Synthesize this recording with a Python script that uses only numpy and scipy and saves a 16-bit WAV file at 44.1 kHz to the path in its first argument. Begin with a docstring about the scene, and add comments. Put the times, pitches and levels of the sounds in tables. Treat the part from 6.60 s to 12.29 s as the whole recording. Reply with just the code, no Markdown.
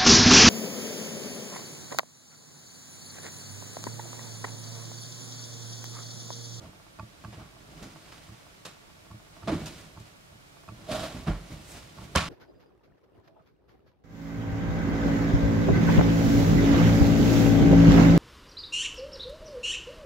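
"""Two people sort clothes on a bed in a small bedroom, a few steps from the microphone.
From the start a focusing lens ticks and knocks close by, over faint room hiss. Cloth rubs and swishes;
garments and hands land on the bedding, heavily at 2.9 s. At 4.3 s someone slides across the mattress
and at 4.7 s drops onto it, so the bed booms. A garment whips through the air at 5.1 s,
and at 5.6 s a thrown thing lands with a sharp smack."""
import sys
import numpy as np
from scipy import signal
from scipy.io import wavfile

SR = 44100
rng = np.random.default_rng(int(sys.argv[2]) if len(sys.argv) > 2 else 0)


def int16_out(signal):
    """Quantize to a 16-bit WAV file."""
    q = np.round(np.clip(np.atleast_2d(signal).T, -1, 1) * 32767)
    wavfile.write(sys.argv[1], SR, q.astype(np.int16))


N = 250849
TIME_S = np.arange(N) / SR
EDGES_HZ = np.geomspace(22, 16500, 25)


def from_db(db):
    """Decibels to gain."""
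    return 10 ** (np.asarray(db) / 20)


def rms_one(x):
    """Scale to unit power."""
    return x / np.sqrt(np.mean(x ** 2) + 1e-20)


def at_hz(points, hz):
    """Read a table on a log-frequency axis."""
    freqs_hz, values = np.transpose(points)
    return np.interp(np.log(hz), np.log(freqs_hz), values)


def fade(t_s, t60_s):
    """Exponential decay, 60 dB down at t60_s."""
    return np.exp(-np.log(1000) * t_s / max(t60_s, 1e-3))


def butter(x, hz, kind, order=2):
    """Butterworth filter."""
    return signal.sosfilt(signal.butter(order, hz, kind, fs=SR, output="sos"), x)


def add(out, t_s, sound):
    """Mix a sound in at t_s."""
    at = int(np.clip(round(t_s * SR), 0, N - 1))
    out[..., at:at + sound.shape[-1]] += sound[..., :N - at]


def ring(force, modes):
    """Damped modes driven by a force."""
    out = 0
    for hz, db, t60_s in modes:
        r, w = fade(1 / SR, t60_s), 2 * np.pi * hz / SR
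        out += from_db(db) * signal.lfilter([0, np.sin(w)], [1, -2 * r * np.cos(w), r * r], force + 1e-18)
    return out


def pulse(width_s):
    """Smooth contact force of unit area."""
    shape = np.hanning(max(int(width_s * SR), 3))
    return shape / shape.sum()


def pan(x, left_db):
    """Stereo, left louder than right by left_db."""
    return x * from_db([[left_db / 2], [-left_db / 2]])


def noise_bands(kind):
    """Stereo noise as (centre/Hz, width/Hz, band); kind sets the left-right correlation."""
    # correlation: f/Hz, firm (landings, slide), loose (rustle), air (hiss)
    likeness = [(60, 0.96, 0.97, 0.77), (130, .997, 1, 0.73), (280, 0.99, 0.93, -0.49),
                (600, 0.79, 0.78, -0.42), (1200, 0.68, 0.58, -0.49), (2470, 0.63, 0.7, -0.88),
                (5000, 0.55, 0.42, -0.39), (9000, .2, 0.19, -0.064), (14000, .1, .1, 0.43)]
    # stereo balance: f/Hz, left minus right/dB
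    balance = [(50, -5), (150, -1), (280, -0.5), (600, -3), (2000, -1.5), (12000, -1.5)]
    curve = np.array(likeness)[:, [0, {"firm": 1, "loose": 2, "air": 3}[kind]]]
    white = rng.standard_normal((2, 2, N))
    for k, (low_hz, high_hz) in enumerate(zip(EDGES_HZ, EDGES_HZ[1:])):
        hz = np.sqrt(low_hz * high_hz)
        alike = at_hz(curve, hz)
        mid, side = butter(white[k % 2], [low_hz, high_hz], "band")
        mid = rms_one(mid) * np.sqrt((1 + alike) / 2)
        side = rms_one(side) * np.sqrt((1 - alike) / 2)
        yield hz, high_hz - low_hz, pan(np.array([mid + side, mid - side]), at_hz(balance, hz))


def coloured_noise(kind, layers):
    """Stereo noise from layers of (total power, spectrum)."""
    centres_hz = np.sqrt(EDGES_HZ[1:] * EDGES_HZ[:-1])
    out = 0
    for hz, width_hz, band in noise_bands(kind):
        band_power = 0
        for power, spectrum in layers:
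            total = np.sum(from_db(at_hz(spectrum, centres_hz)) ** 2 * np.diff(EDGES_HZ))
            band_power += power * from_db(at_hz(spectrum, hz)) ** 2 * width_hz / total
        out += band * np.sqrt(band_power)
    return out


def slips(per_s, t60_s, spread_db=1.0):
    """Folds catch and let go at random, in brief surges of friction; power with mean 1."""
    onsets = rng.random(N) < per_s / SR
    sizes = from_db(spread_db * np.minimum(rng.exponential(1, N), 4)) ** 2
    power = signal.lfilter([1], [1, -fade(1 / SR, t60_s) ** 2], onsets * sizes + 1e-18)
    return power / power.mean()


def stroke(t_s, swell_s, release_s, db, hold_s=0, depth_db=19):
    """Power of one movement: climbs depth_db in the swell to t_s, holds, sinks as far in the release."""
    before = np.maximum(t_s - TIME_S, 0) / swell_s
    after = np.maximum(TIME_S - t_s - hold_s, 0) / release_s
    return from_db(db - depth_db * np.minimum(before + after, 10)) ** 2


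def bedroom(x):
    """Near walls echo; standing waves favour a few pitches."""
    # wall echoes: delay/s, level/dB
    walls = [(.0071, -21), (0.0139, -36), (0.0186, -20)]
    # standing waves: f/Hz, width/Hz, gain/dB
    room_modes = [(160.7, 32, -1.5), (196.6, 9.7, -2.5), (312, 45, -1.5), (627, 49, -4), (1135, 68, -3.5),
                  (1393, 84, -5.5), (2247, 24, -6)]
    echoed = x.copy()
    for delay_s, db in walls:
        add(echoed, delay_s, from_db(db) * x)
    return echoed + sum(from_db(db) * signal.lfilter(*signal.iirpeak(hz, hz / width_hz, fs=SR), echoed)
                        for hz, width_hz, db in room_modes)


def room_hiss(db=-55):
    """Faint steady hiss of the room."""
    # hiss spectrum: f/Hz, density/dB
    spectrum = [(25, 1), (55, -2), (90, -3), (150, -3), (230, -9.5), (420, -8), (650, -9), (1100, -12.5),
                (1800, -13), (5000, -19), (10000, -24.5), (15500, -31)]
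    return coloured_noise("air", [(from_db(db) ** 2, spectrum)])


def focus_ticks(per_s=15, stray_share=0.15, stray_db=-57.5):
    """The lens hunts in even runs of steps, plus stray single ones: (t/s, level/dB)."""
    # hunting runs: t/s, tick count, level/dB
    hunts = [(0.133, 3, -49), (0.966, 1, -48.5), (1.36, 1, -43), (1.867, 1, -48), (2.168, 4, -52.5),
             (2.467, 1, -51), (2.601, 2, -51), (2.767, 1, -45.5), (3.969, 2, -49.5)]
    runs = [(t_s + k / per_s, db) for t_s, count, db in hunts for k in range(count)]
    beats_s = np.arange(0, N / SR, 1 / per_s)
    return runs + [(t_s, stray_db) for t_s in beats_s[rng.random(len(beats_s)) < stray_share]]


def lens(travel_s=0.04, step_hz=1148):
    """A focus move kicks the housing, rattles through quick steps and thuds to a stop; small ones tick."""
    # focus moves: t/s, knock/dB, rattle/dB
    moves = [(0.0, -49, -57), (0.049, -47, -55), (0.389, -38, -37), (0.64, -38, -37.5),
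             (1.68, -44.5, -50.5), (2.504, -40.5, -48), (2.824, -39.5, -43.5), (3.365, -41.5, -46),
             (3.713, -50.5, -60), (4.08, -40, -41), (5.377, -40, -45.5), (5.41, -47, -48)]
    # housing modes: f/Hz, level/dB, t60/s
    housing = [(118, 2.5, 0.15), (172, 2, 0.047), (206, -5, 0.26), (312.7, -2, 0.073), (670, 0.5, 0.033),
               (886, -6.5, 0.052), (1077, -5.5, 0.031), (1151, -14.5, 0.12), (1306, -14.5, 0.039),
               (2500, -15, 0.019), (4430, -10.5, 0.0038)]
    kicks, steps = np.zeros((2, N))
    for t_s, knock_db, rattle_db in moves:
        add(steps, t_s, from_db(rattle_db - 4.5) * pulse(0.00011))
        add(kicks, t_s, from_db(knock_db - 7.5) * pulse(0.0028))
        add(kicks, t_s + 0.01166, from_db(knock_db) * pulse(0.0037))
        add(kicks, t_s + travel_s, from_db(knock_db - 2) * pulse(0.002))
        run_s = 0.0037 + np.cumsum(1 + 0.33 * rng.standard_normal(12)) / step_hz
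        for delay_s, strength in zip(run_s, np.hanning(len(run_s))):
            add(steps, t_s + delay_s, from_db(rattle_db - 0.5) * strength * pulse(0.00017))
    for t_s, db in focus_ticks():
        add(steps, t_s, from_db(db) * pulse(0.0002))
    knocks = ring(butter(kicks, 70, "high"), housing)   # small housing: no deep bass
    ticks = ring(butter(steps, 550, "high"), housing)   # light steps reach only the upper modes
    return pan(knocks, left_db=-2) + pan(ticks, left_db=-5)


def cloth_rustle(idle_db=-68):
    """Hands shift, rub and swish the cloth; light cloth has less bulk and swishes more."""
    # hand strokes: peak t/s, swell/s, release/s, rub/dB, lightness/dB
    strokes = [(0.04, 0.34, 0.16, -61.5, -8), (0.72, 0.98, 0.42, -64.5, -0.5), (1.22, 0.28, 0.22, -59, -7),
               (1.55, 1, 0.94, -59, 5), (2.45, 0.41, 0.5, -69.5, -3), (2.77, 0.11, .15, -62.5, 7.5),
               (3.0, .22, 0.36, -52.5, -4.5), (3.2, 0.34, 0.19, -56, 29), (3.48, 0.24, 0.14, -63.5, -1),
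               (4.19, 0.093, 0.9, -68, -10.5), (4.54, 0.6, 0.77, -54.5, -1),
               (4.93, 0.16, 0.22, -55.5, -0.5), (5.16, 0.22, .26, -52, 4), (5.44, 0.15, 0.06, -54.5, -1),
               (5.66, 0.29, .2, -52, -3.5)]
    # garment whipped through the air: peak t/s, swell/s, release/s, level/dB
    whips = [(5.118, 0.11, 0.077, -51.5)]
    # spectra of shifting bulk, rubbing and swishing: f/Hz, density/dB
    bulk_spectrum = [(30, 0), (60, 6.5), (140, 0), (300, -4), (450, -10), (700, -10), (1500, -24),
                     (4000, -50)]
    rub_spectrum = [(200, -3), (600, 4.5), (1300, 0), (2200, 2.5), (4500, 0), (7000, -6), (15000, -20)]
    swish_spectrum = [(2000, -18), (5000, -10.5), (8000, -3.5), (11000, -11.5), (15500, -19)]
    bulk, rub = 0, from_db(idle_db) ** 2   # clothes never lie quite still
    swish = sum(stroke(*whip) for whip in whips)
    for t_s, swell_s, release_s, db, light_db in strokes:
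        effort = stroke(t_s, swell_s, release_s, db)
        bulk += effort * from_db(6 - light_db) ** 2
        rub += effort
        swish += effort * from_db(-9.5 + 0.11 * light_db) ** 2
    folds = slips(per_s=1400, t60_s=0.11)
    rub *= folds * from_db(9)
    swish *= folds * from_db(5.5)
    return coloured_noise("loose", [(bulk, bulk_spectrum), (rub, rub_spectrum), (swish, swish_spectrum)])


def bedspread_hum(t60_s=0.059):
    """Cloth dragged over the taut bedspread drives one hollow resonance."""
    # drags: t/s, length/s, f/Hz, level/dB
    drags = [(2.871, 0.057, 653, -32), (4.277, 0.14, 631, -36), (4.365, 0.14, 648, -40)]
    out = np.zeros(N)
    for t_s, length_s, hz, db in drags:
        hum = rms_one(ring(rng.standard_normal(SR // 2), [(hz, 0, t60_s)]))
        progress = np.clip(TIME_S[:SR // 2] / length_s, 0, 1)
        add(out, t_s, from_db(db) * hum * np.sin(np.pi * progress ** 0.66))
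    return pan(out, left_db=-4.5)


def body_slide():
    """Friction of a body crossing the bedspread in two shoves."""
    # shoves: full speed t/s, swell/s, hold/s, release/s, level/dB
    shoves = [(4.319, 0.052, .04, 0.23, -34), (4.435, .09, 0.014, 0.071, -36)]
    # friction spectrum: f/Hz, density/dB
    spectrum = [(30, -2), (70, -2.5), (170, -3), (280, -3), (420, -11), (640, -4), (850, -10.5),
                (1400, -10), (2000, -15.5), (3500, -12), (6000, -20), (10000, -24), (15500, -40)]
    power = sum(stroke(t_s, swell_s, release_s, db, hold_s)
                for t_s, swell_s, hold_s, release_s, db in shoves)
    return coloured_noise("firm", [(power * slips(per_s=1300, t60_s=0.044), spectrum)])


def landings(slap_hz=750, weight_hz=202, weight_octaves=1.32, tail_db=-8):
    """Noise bursts with a room tail: folds collapsing as things land, and one echo of the smack."""
    # landings; the last row is the smack's quick echo off the floor or wall:
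    # t/s, slap/dB, tilt/(dB/octave), weight/dB, t60/s
    bursts = [(0.729, -50.5, -3, -2, 0.12), (0.779, -49, -10, -2.5, 0.054), (0.795, -48, -4, -12, 0.11),
              (1.227, -57, 2.5, 26.5, 0.069), (1.522, -53, -1.3, -15, 0.1), (2.052, -51.5, 1.54, 6.5, 0.16),
              (2.877, -35, -3.5, 2.5, 0.18), (2.918, -37.5, -2, 14.5, 0.03), (3.059, -52.5, 3, 17.5, 0.12),
              (3.398, -69, 3.5, 13, 0.07), (4.552, -46, -8, 3, 0.081), (4.671, -31.5, -5.5, -0.5, 0.13),
              (4.91, -50.5, -9, 1.5, 0.11), (5.555, -26.5, -1.5, -6, 0.1), (5.573, -25.5, -1.8, -31, 0.071)]
    # burst colour: f/Hz, band level/dB
    colour = [(25, -24), (45, -5.5), (100, -2), (200, -7), (400, -6.5), (640, -1), (830, -1), (1150, 1.5),
              (2000, -0.5), (3500, 2.5), (8000, -2.5), (11000, -9.5), (15500, -17)]
    # room decay: f/Hz, t60/s
    room_t60 = [(50, 0.67), (200, 0.36), (700, 0.37), (3000, 0.44), (8000, 0.37), (15000, 0.13)]
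    age_s, out = TIME_S[:SR // 2], 0
    folds = slips(per_s=2500, t60_s=0.013)
    for hz, _, band in noise_bands("firm"):
        tail = (from_db(tail_db) * fade(age_s, at_hz(room_t60, hz))) ** 2
        hump = np.exp(-(np.log2(hz / weight_hz) / weight_octaves) ** 2)
        octaves = np.log2(max(hz, weight_hz) / slap_hz)
        bass_db = 6 * min(np.log2(hz / weight_hz), 0)   # below the hump, cloth moves little air
        power = np.zeros(N)
        for t_s, slap_db, tilt, weight_db, t60_s in bursts:
            db = slap_db + tilt * octaves + weight_db * hump + at_hz(colour, hz) + bass_db
            rise_s = 0.0079 * 2 ** (-tilt / 5)   # brighter is quicker
            swell = np.minimum(age_s / rise_s, 1) ** 2
            add(power, t_s - rise_s / 2, from_db(db) ** 2 * swell * (fade(age_s, t60_s) ** 2 + tail))
        out += band * np.sqrt(power * folds)
    return out


def bed_boom():
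    """Heavy landings push on the mattress; it bounces and the bed's low modes boom."""
    # pushes: t/s, push/dB, contact/s, bounce/dB
    pushes = [(2.895, -34, 0.0019, -60), (2.92, -29, 0.0023, -57), (2.955, -27, 0.0038, -57),
              (4.683, -15.5, 0.0056, -20.5), (4.916, -28.5, 0.0084, -37), (5.56, -12, 0.006, -44)]
    # modes of the bed and of the mattress bounce: f/Hz, level/dB, t60/s
    bed_modes = [(80, -5, 0.13), (171, -15, 0.57), (205, -3.5, 0.15), (319.3, 10.5, 0.11), (740, -18, 0.14)]
    bounce_mode = [(44.5, -1, 0.38)]
    force, weight = np.zeros((2, N))
    for t_s, push_db, contact_s, bounce_db in pushes:
        add(force, t_s, from_db(push_db) * pulse(contact_s))
        add(weight, t_s, from_db(bounce_db) * pulse(contact_s))
    boom = ring(butter(force, 66, "high"), bed_modes)   # the boom carries little deep bass
    return pan(boom + ring(weight, bounce_mode), left_db=-2)


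def smacks(body_hz=(500, 2000), top_hz=(2800, 8300), top_db=-1.5, rise_s=0.0012):
    """A hard edge strikes: milliseconds of bright noise and a brief ring."""
    # strikes: t/s, level/dB, t60/s, ring/dB
    strikes = [(2.053, -44, 0.012, -51), (2.065, -38, 0.017, -43.5), (5.5583, -15, 0.014, -18.5)]
    # modes of the hard things: f/Hz, level/dB, t60/s
    clack_modes = [(524, -6.5, 0.074), (1030, 2, 0.037), (1165, -17, 0.15), (1460, -21, .1),
                   (1770, -11, 0.16), (2220, -20, 0.31), (2453, -16.5, 0.34), (3100, -2, 0.074)]
    age_s, out, force = TIME_S[:SR // 20], np.zeros((2, N)), np.zeros(N)
    for t_s, db, t60_s, ring_db in strikes:
        white = rng.standard_normal((3, len(age_s)))
        body = rms_one(butter(white[0], body_hz, "band", order=1))
        top = rms_one(butter(white[1:] + white[0], top_hz, "band"))
        envelope = fade(age_s, t60_s) * np.minimum(age_s / rise_s, 1)
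        add(out, t_s, from_db(db) * (body + from_db(top_db) * top) * envelope)
        add(force, t_s, from_db(ring_db) * pulse(0.00033))
    return pan(out + ring(force, clack_modes), left_db=-4)


def scene():
    """The lens at the microphone; cloth, landings and bed across the room."""
    in_room = bedroom(room_hiss() + cloth_rustle() + body_slide() + landings())
    return lens() + in_room + bedspread_hum() + bed_boom() + smacks()


def record(dry, low_hz=34, cutoff_hz=15650):
    """Sound reaches the left port one sample late; deep bass rolls off and the top is cut steeply."""
    ports = np.array([np.append(0, dry[0, :-1]), dry[1]])
    ports = butter(ports, low_hz, "high")
    return signal.sosfilt(signal.ellip(10, 0.1, 80, cutoff_hz, fs=SR, output="sos"), ports)


dry = scene()
out = record(dry)
int16_out(out)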